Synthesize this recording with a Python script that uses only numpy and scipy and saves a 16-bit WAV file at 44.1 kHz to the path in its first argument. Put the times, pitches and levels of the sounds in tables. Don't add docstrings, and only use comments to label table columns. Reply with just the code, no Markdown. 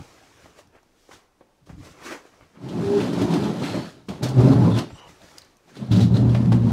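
import sys
import numpy as np
from scipy import signal
from scipy.fft import rfft, irfft, next_fast_len
from scipy.io import wavfile
from scipy.ndimage import uniform_filter1d, map_coordinates

SR = 44100
rng = np.random.default_rng(int(sys.argv[2]) if len(sys.argv) > 2 else 0)


def dump_mix(stems):
    frames = np.atleast_2d(stems).T
    limited = np.clip(frames, -1, 1)
    pcm = np.round(limited * 32767).astype(np.int16)
    wavfile.write(sys.argv[1], SR, pcm)


N = 296352


def amp(db):
    return 10 ** (np.asarray(db) / 20)


def unit(x):
    return x / np.sqrt(np.mean(x ** 2) + 1e-20)


def along(points, hz):
    f, v = np.transpose(points)
    return np.interp(np.log(hz + 1), np.log(f + 1), v)


def fade(times, t):
    start = times[0] if times[0] > .05 else -np.inf
    end = times[-1] if times[-1] < N / SR - .05 else np.inf
    return np.clip(np.minimum(t - start, end - t) / .008 + 1, 0, 1)


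def gains(tables):
    t, total = np.arange(N) / SR, 0
    for rows in tables:
        times, *columns = np.transpose(rows)
        curves = np.array([amp(np.interp(t, times, column)) for column in columns])
        total = total + fade(times, t) * curves
    return total


def filtered(x, response):
    size = next_fast_len(len(x) + SR // 2)
    spectrum = rfft(x, size) * response(np.fft.rfftfreq(size, 1 / SR))
    return irfft(spectrum, size)[:len(x)]


def modes(table):
    def response(f):
        return sum((-1) ** k * amp(db) * 1j * f * width / (hz * hz - f * f + 1j * f * width)
                   for k, (hz, width, db) in enumerate(table))
    return response


def wobble(rate, size=N):
    knots = rng.standard_normal(int(N * rate / SR) + 4)
    return map_coordinates(knots, [np.arange(size) * rate / SR])


def slips(rate, spread_db, smooth):
    chance, size, rub = rng.random(N), rng.standard_normal(N), rng.standard_normal(N)
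    return unit((chance < rate / SR) * amp(spread_db * size)) + smooth * rub


def coloured(x, spectrum):
    return unit(filtered(x, lambda hz: amp(along(spectrum, hz))))


def steadied(x, seconds, grip):
    size = np.sqrt(np.abs(uniform_filter1d(x ** 2, int(seconds * SR))) + 1e-4)
    return unit(x / size ** np.clip(grip, 0, 1))


def patchy(x, depth_db, bins, frames):
    z = signal.stft(x, nperseg=512)[2]
    field = uniform_filter1d(rng.standard_normal(z.shape), bins, 0)
    field = uniform_filter1d(field, frames, 1)
    return unit(signal.istft(z * amp(depth_db * unit(field)), nperseg=512)[1][:N])


def burst(hz, t60, wide, rise):
    t = np.arange(SR // 4) / SR
    noise = unit(filtered(rng.standard_normal(len(t)), lambda f: modes([(hz, wide * hz, 0)])(f) ** 2))
    return noise * amp(-60 * t / np.clip(t60, .004, .4)) * (1 - np.exp(-t / rise))


def tone(rows, waver, blur_hz, overtone_db):
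    times, hz, db, rough = np.transpose(rows)
    t = np.arange(N) / SR
    live = fade(times, t) > 0
    t, size, out = t[live], live.sum(), np.zeros(N)
    pitch = np.interp(t, times, hz) * (1 + waver * wobble(60, size))
    phase = 2 * np.pi * np.cumsum(pitch) / SR
    cycle = np.exp(1j * phase) + amp(overtone_db) * np.exp(2j * phase)
    share = np.clip(np.interp(t, times, rough), 0, 1)
    noise = wobble(blur_hz, size) + 1j * wobble(blur_hz, size)
    blur = np.sqrt(1 - share) + np.sqrt(share / 2) * noise
    level = fade(times, t) * amp(np.interp(t, times, db))
    out[live] = np.sqrt(2) * level * np.real(blur * cycle)
    return out


def catch(row, edge_db, rough):
    start, length, first, last, db, top = row
    return [(start + u * length, first + u * (last - first), db + drop, rough)
            for u, drop in [(0, edge_db), (np.clip(top, .05, .95), 0), (1, edge_db)]]


# (frequency [Hz], relative density [dB per Hz])
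AIR_SPECTRUM = [(12, -10), (25, 2), (50, -6), (100, -9), (300, -5), (650, -10), (1800, -19), (6000, -24),
                (12000, -32), (15600, -36)]
AIR_DB = -65


def air():
    return amp(AIR_DB + wobble(11.0)) * coloured(rng.standard_normal(N), AIR_SPECTRUM)


# (frequency [Hz], t60 [s])
ROOM_DECAY = [(100, 0.31), (1000, 0.88), (10000, 0.085)]


def room(x):
    hz, t, z = signal.stft(rng.standard_normal(SR // 2), SR, nperseg=256)
    decay = amp(-60 * t / along(ROOM_DECAY, hz)[:, None])
    tail = signal.istft(z * decay, SR, nperseg=256)[1]
    delayed = np.pad(x, (300, 0))
    return signal.fftconvolve(delayed, tail / np.linalg.norm(tail))[:N]


# (time [s], soles level [dB], cloth level [dB])
STIRRING = [
    [(0.012, -54.5, -58), (0.446, -57, -64.5), (0.618, -62, -71.5), (0.778, -85, -107), (0.996, -69.5, -66),
     (1.136, -72, -70), (1.27, -79, -81)],
    [(1.665, -62, -62), (1.757, -79, -76), (1.865, -77, -66.5), (2.021, -48.5, -68), (2.217, -70, -74),
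     (2.349, -61.5, -67.5), (2.513, -66, -72), (2.56, -65, -72.5)],
    [(4.95, -60, -65), (5.028, -51.5, -65.5), (5.236, -61.5, -63), (5.308, -55, -57), (5.43, -57.5, -64.5),
     (5.516, -63, -69), (5.72, -76, -94)],
]
# (peak time [s], length [s], scuff level [dB], rustle level [dB], thud level [dB])
FOOTSTEPS = [(-0.004, 0.065, -49, -78, -35), (0.44, 0.15, -66, -64, -58), (0.59, 0.068, -53, -54.5, -64),
             (0.673, 0.061, -78, -82, -50), (0.756, 0.079, -51, -69, -66), (1.135, 0.12, -50, -53.5, -57),
             (1.41, .1, -80, -90, -66), (1.63, .08, -78, -90, -54), (1.704, 0.055, -50, -65, -37),
             (1.744, .05, -69, -76, -43), (1.793, 0.07, -73, -72, -33), (1.854, 0.16, -47, -54.5, -51),
             (1.915, 0.035, -64, -63, -51), (2.066, 0.13, -38, -44, -69), (2.124, 0.11, -34, -47, -59),
             (2.27, 0.073, -58, -66, -73), (2.428, 0.063, -54.5, -81, -52), (2.57, 0.067, -51.5, -73, -59),
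             (4.109, .15, -55, -56, -38.5), (4.927, 0.061, -65, -67.5, -36.5),
             (5.094, 0.092, -58, -58, -54), (5.238, 0.096, -53.5, -63, -51), (5.38, 0.056, -62, -60, -73),
             (5.697, 0.12, -52.5, -60, -66)]
STEP_RISE, STEP_EDGE_DB = 0.37, -16.5
SWAY_DB = -6


def footwork():
    soles, cloth = gains(STIRRING)
    total, t = np.array([soles, cloth, amp(SWAY_DB) * soles]), np.arange(N) / SR
    for peak, length, *db in FOOTSTEPS:
        near = np.abs(t - peak) < .5
        before, after = (peak - t[near]) / STEP_RISE, (t[near] - peak) / (1 - STEP_RISE)
        away = np.maximum(before, after) / length
        total[:, near] += amp(db)[:, None] * amp(STEP_EDGE_DB * away)
    return total


# (frequency [Hz], relative density [dB per Hz])
THUD_SPECTRUM = [(18, -45), (30, -3), (87, 4.5), (146, -0.5), (178, 0.5), (210, -14.5), (300, -3.5),
                 (390, -35), (660, -120)]
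SCUFF_SPECTRUM = [(130, -45), (210, -4.5), (300, 3), (498, 0.5), (757, -2), (1010, -3.5), (1090, -2.5),
                  (1590, -5), (2600, -9), (3380, -19), (5720, -120)]
RUSTLE_SPECTRUM = [(1180, -22.5), (2000, -17), (2220, -8), (2460, -13), (2610, -50), (2820, -7),
                   (6050, -6.5), (15600, -26)]


def moves():
    scuff, rustle, thud = footwork()
    floor = coloured(slips(60, spread_db=1, smooth=1.0), THUD_SPECTRUM)
    floor = steadied(floor, 0.057, grip=0.34)
    soles = coloured(slips(1200, spread_db=6.5, smooth=1.7), SCUFF_SPECTRUM)
    soles = patchy(soles, depth_db=3.0, bins=2, frames=8)
    cloth = coloured(slips(2000, spread_db=2.5, smooth=3), RUSTLE_SPECTRUM)
    cloth = patchy(cloth, depth_db=1.2, bins=6, frames=8)
    return thud * floor + scuff * soles + rustle * cloth


def snap(hz, t60, wide, dust_db):
    blow = np.zeros(SR // 4)
    blow[0] = 1
    ring = filtered(blow, lambda f: modes([(hz, wide * hz, 0)])(f) ** 2)
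    return ring / np.abs(ring).max() + amp(dust_db) * burst(hz, t60, wide=1.8, rise=0.0025)


# (time [s], ring peak level [dB], centre frequency [Hz], noise burst t60 [s])
DULL_TAPS = [(0.458, -38.5, 524, 0.031), (0.731, -51, 600, 0.02), (0.831, -53, 700, 0.02),
             (1.091, -39, 401, 0.022), (1.112, -39.5, 1050, 0.067), (1.409, -42, 405, 0.063),
             (1.672, -42, 394, 0.033), (1.694, -39.5, 750, 0.031), (2.253, -40.5, 385, 0.018),
             (4.906, -35.5, 820, 0.03), (6.349, -25.5, 620, 0.05), (6.521, -19.5, 669, 0.041)]
# (time [s], ring peak level [dB], centre frequency [Hz])
BRIGHT_CLICKS = [(0.6729, -54, 5630), (0.8305, -55, 5750), (5.218, -43.5, 3670), (5.3828, -27.5, 4870),
                 (5.4185, -38, 4080), (5.448, -47.5, 6250), (5.569, -49.5, 6100), (5.6805, -58, 3700)]
CLICK_T60_S = 0.014


def ticks():
    out = np.zeros(N + SR)
    for time, db, hz, t60 in DULL_TAPS:
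        out[round(time * SR):][:SR // 4] += amp(db) * snap(hz, t60, wide=0.99, dust_db=-1.5)
    for time, db, hz in BRIGHT_CLICKS:
        out[round(time * SR):][:SR // 4] += amp(db) * snap(hz, CLICK_T60_S, wide=0.17, dust_db=-0.5)
    return out[:N]


# (time [s], level before the crush and knock trims [dB], centre frequency [Hz],
# crush t60 [s], wooden knock relative to the jolt, before its trim [dB], chirp relative to the crush [dB])
FOOT_JOLTS = [(2.684, -34, 3400, 0.17, 15, -4), (2.9992, -25, 2630, 0.25, 12, -12),
              (3.1285, -28, 3950, 0.13, 18, -14), (3.2129, -22.5, 3850, 0.11, 20, -15),
              (3.3356, -17, 3150, 0.07, 16.5, -24), (3.4342, -29, 3500, 0.15, 17.5, 1),
              (3.6296, -24, 2270, 0.33, 18, -8), (4.0847, -28.5, 3100, 0.16, 18, -18),
              (4.2299, -18.5, 4630, 0.12, 10, -3), (4.2841, -28, 5220, 0.12, 16, -4),
              (4.3807, -30.5, 2400, 0.15, 0, -14), (4.4022, -30, 4240, 0.15, 29, -10),
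              (4.519, -31, 3760, 0.16, 29, -1), (4.786, -15, 3980, 0.054, -2, -16),
              (5.0901, -45, 2080, 0.11, 14, -11), (5.7657, -37, 3510, 0.11, 17.5, 5.5),
              (5.9135, -24, 3470, 0.3, 2, 1), (5.9588, -26, 3750, 0.15, 7, 0),
              (6.0024, -24, 3920, 0.24, -11, 0), (6.0271, -30, 4000, 0.15, 3, 3),
              (6.139, -40, 3980, 0.22, 5, 9.5), (6.1657, -27, 3894, 0.068, 13.5, 12),
              (6.2921, -30.5, 3220, 0.091, 17, -15), (6.3456, -20.5, 2270, 0.084, 7, -19),
              (6.518, -29, 3152, 0.097, 19, 4)]
JOLT_RISE_S = 0.0024
CRUSH_TRIM_DB, KNOCK_TRIM_DB = -11.0, 32


def jolts():
    crush, blows = np.zeros(N + SR), np.zeros(N)
    for time, db, hz, t60, knock_db, chirp_db in FOOT_JOLTS:
        grit = burst(hz, t60, wide=0.95, rise=JOLT_RISE_S)
        chirp = burst(hz, t60 / 2, wide=0.17, rise=JOLT_RISE_S)
        crush[round(time * SR):][:SR // 4] += amp(db + CRUSH_TRIM_DB) * (grit + amp(chirp_db) * chirp)
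        blows[round(time * SR)] = amp(db + knock_db + KNOCK_TRIM_DB)

    def wood(f):
        ring = modes(SIDE_MODES + PANEL_MODES)(f) + amp(-16.0) * modes(SHELF_MODES)(f)
        return ring / (1 + 1j * f / 900)

    return crush[:N] + filtered(blows, wood)


# (start [s], length [s], first pitch [Hz], last pitch [Hz],
# peak level before the squeak trim [dB], peak position [share of length])
EDGE_SQUEAKS = [(3.62, .26, 3960, 4560, -46, .65), (4.715, .07, 3440, 3540, -39, .75),
                (4.95, .13, 2960, 2900, -51, .4), (4.9, .07, 7400, 7480, -60, .7),
                (4.93, .06, 8050, 8150, -63, .5), (4.9, .15, 5670, 6000, -61, .33),
                (4.96, .14, 1098, 881, -48, .7), (4.96, .09, 3810, 3860, -65, .3)]
SQUEAK_EDGE_DB, SQUEAK_ROUGH, SQUEAK_TRIM_DB = -4.5, 0.83, -3


def squeaks():
    return amp(SQUEAK_TRIM_DB) * sum(
        tone(catch(row, SQUEAK_EDGE_DB, SQUEAK_ROUGH), waver=.004, blur_hz=450, overtone_db=-40)
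        for row in EDGE_SQUEAKS)


# (start [s], length [s], first pitch [Hz], last pitch [Hz],
# peak level [dB], peak position [share of length], roughness [0-1])
MODE_GROANS = [(2.836, 0.17, 396, 410.4, -16.5, 0.8, 0), (4.37, 0.17, 360.9, 416, -19, 0.14, .2),
               (4.44, .11, 277.2, 271.3, -14.5, 0.84, 0.22), (4.55, .04, 291, 282, -23, 0.78, .1),
               (4.59, 0.12, 177.4, 175, -13.5, 0.78, 0.27), (4.768, 0.087, 293.3, 284.6, -28.5, 0.45, .2),
               (5.9, 0.3, 184.7, 190, -17.5, 0.11, 0.16), (5.908, .15, 300.4, 278.4, -24.5, 0.18, 0.16),
               (6.16, 0.42, 170.7, 180.5, -25, 0.36, .25), (6.46, 0.22, 182.8, 171, -20.5, 0.63, 0.3),
               (6.643, .08, 231, 239.8, -21, .6, 0)]
GROAN_EDGE_DB = -11


def groans():
    return sum(tone(catch(row, GROAN_EDGE_DB, rough), waver=0.0075, blur_hz=40.2, overtone_db=-22.5)
               for *row, rough in MODE_GROANS)


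def drone():
    total = 0
    for rows, (*_, rough) in zip(SHOVE_CURVES, GRIP_BLENDS):
        curve = [(time, hz, db, rough) for time, _, _, hz, db in rows]
        total = total + tone(curve, waver=0.0042, blur_hz=45.97, overtone_db=-16.5)
    return total


# (frequency [Hz], relative density [dB per Hz])
GRIT_SPECTRUM = [(760, -40), (1300, 0.5), (1440, -1), (2230, -7.5), (3140, -7), (3640, -8), (4030, -6.5),
                 (5120, -11), (11300, -24), (15600, -38)]


def crunch(clumps):
    grains = coloured(slips(2500, spread_db=5, smooth=1.23) * clumps, GRIT_SPECTRUM)
    return patchy(grains, depth_db=1.54, bins=3, frames=6)


def boards(table, rate, skirt, seconds):
    ring = filtered(slips(rate, spread_db=-1.5, smooth=0.72), lambda f: modes(table)(f) * modes([skirt])(f))
    return steadied(ring, seconds, grip=0.48)


UNEVEN_DB, UNEVEN_RATE = 2.05, 16


def uneven():
    return amp(UNEVEN_DB * wobble(UNEVEN_RATE))


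# (frequency [Hz], width [Hz], level [dB])
CARCASS_MODES = [(60, 9.7, -12), (79.4, 19, -2)]
SIDE_MODES = [(169.2, 23.6, -1), (210.2, 9.3, 1), (240.3, 25.6, -5.5)]
PANEL_MODES = [(283.6, 30.3, 5.5), (300.2, 39, 4), (350, 67, -2.5), (429, 17, -9.5)]
SHELF_MODES = [(434, 80, 3.5), (568.6, 49, 6), (624, 38, 6), (735, 56, 2), (832, 77, 1), (1012, 250, -2),
               (1376, 630, -13)]
# (time [s], load level [dB], sliding level [dB], slipping pitch [Hz], slipping level [dB])
SHOVE_CURVES = [
    [(2.5, -67, -81, 126.4, -93), (2.646, -37, -54, 125.4, -39), (2.794, -25.5, -47, 123, -34),
     (2.856, -30, -43, 119, -27), (2.946, -24.5, -43.5, 118.5, -43), (3.016, -22.5, -38.5, 119.7, -31.5),
     (3.12, -26, -44.5, 125.4, -39), (3.238, -22, -37.5, 119.6, -23), (3.276, -24.5, -44, 125, -35),
     (3.334, -18, -38, 122.4, -37), (3.482, -24, -43, 127.3, -29), (3.546, -28, -46, 125.2, -42),
     (3.66, -31.5, -38.5, 127, -36.5), (3.776, -26, -40.5, 122.3, -34.5),
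     (3.898, -46.5, -50.5, 126.3, -50.5), (4.06, -58, -68.5, 128, -56)],
    [(4.092, -25, -40.5, 140, -50), (4.102, -25.5, -50.5, 140, -35), (4.176, -43, -54, 140.3, -47),
     (4.22, -28.5, -57.5, 129.5, -29), (4.23, -26.5, -35, 128.3, -21.5), (4.286, -33, -41, 128.1, -27.5),
     (4.332, -27.5, -50.5, 132, -21.5), (4.418, -15, -41, 122.3, -9.5), (4.49, -15, -41, 128.9, -15.5),
     (4.58, -18.5, -44, 126.8, -15.5), (4.644, -16, -42, 109, -17), (4.678, -12.5, -44, 110.2, -21),
     (4.738, -24.5, -46, 112.7, -20.5), (4.786, -22, -34, 117, -21.5), (4.878, -40, -55.5, 119, -50),
     (4.938, -55, -61, 131, -52), (5.0, -61, -55, 129, -69)],
    [(5.66, -64, -81, 140, -82), (5.768, -45.5, -50, 124.7, -55), (5.828, -26.5, -53, 134.8, -30.5),
     (5.872, -33.5, -54.5, 126, -42), (5.902, -28, -56, 114.9, -23), (5.918, -18.5, -42, 111.8, -14),
     (6.0, -17.5, -43, 111.4, -19.5), (6.04, -20, -44, 113.5, -12.5), (6.096, -19.5, -63, 117.5, -20.5),
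     (6.158, -20, -41.5, 116, -14.5), (6.244, -15, -51, 119.2, -14.5), (6.368, -20.5, -47.5, 120.2, -16.5),
     (6.512, -18, -53.5, 119, -16.5), (6.526, -12.5, -38, 118, -12.5), (6.598, -22, -53.5, 118.4, -17.5),
     (6.69, -21, -46.5, 111.7, -15.5)],
]
# (carcass over slipping [dB], sides over load [dB],
# panels over load [dB], shelves over their load and sliding mix [dB], slipping roughness [0-1])
GRIP_BLENDS = [(-12.5, -2, -4.5, -2.5, 0.93), (-16, -3.5, -8, -1, 0.31), (-14, -3, -15.5, -7, 0.17)]
RUB_SHARE = 0.43
GRIT_DB = 0.5


def shoves():
    boom = sides = panels = rub = grit = 0
    for rows, (boom_db, sides_db, panels_db, shelves_db, _) in zip(SHOVE_CURVES, GRIP_BLENDS):
        load, sliding, slipping = gains([np.array(rows)[:, [0, 1, 2, 4]]])
        boom = boom + amp(boom_db) * slipping
        sides = sides + amp(sides_db) * load
        panels = panels + amp(panels_db) * load
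        rub = rub + amp(shelves_db) * load ** (1 - RUB_SHARE) * sliding ** RUB_SHARE
        grit = grit + amp(GRIT_DB) * sliding
    wood = uneven() * boom * boards(CARCASS_MODES, 60, (70, 60, 0), 0.051)
    wood += uneven() * sides * boards(SIDE_MODES, 120, (200, 160, 0), 0.026)
    wood += uneven() * panels * boards(PANEL_MODES, 150, (330, 250, 0), 0.02)
    clumps = amp(0.63 * wobble(30))
    shelves = boards(SHELF_MODES, 350, (700, 2500, 0), 0.068)
    wood += clumps * rub * patchy(shelves, depth_db=3.5, bins=1, frames=8)
    return wood + grit * crunch(clumps)


def scene():
    hits = jolts() + ticks()
    cabinet = shoves() + drone() + groans() + squeaks()
    return (cabinet + moves() + hits + amp(-11) * room(hits))[None]


TOP_HZ = 15750


def record(dry):
    heard = filtered(dry[0], lambda hz: (1j * hz / (40 + 1j * hz)) ** 2)
    return filtered(heard + air(), lambda hz: hz < TOP_HZ)[None]


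dry = scene()
out = record(dry)
dump_mix(out)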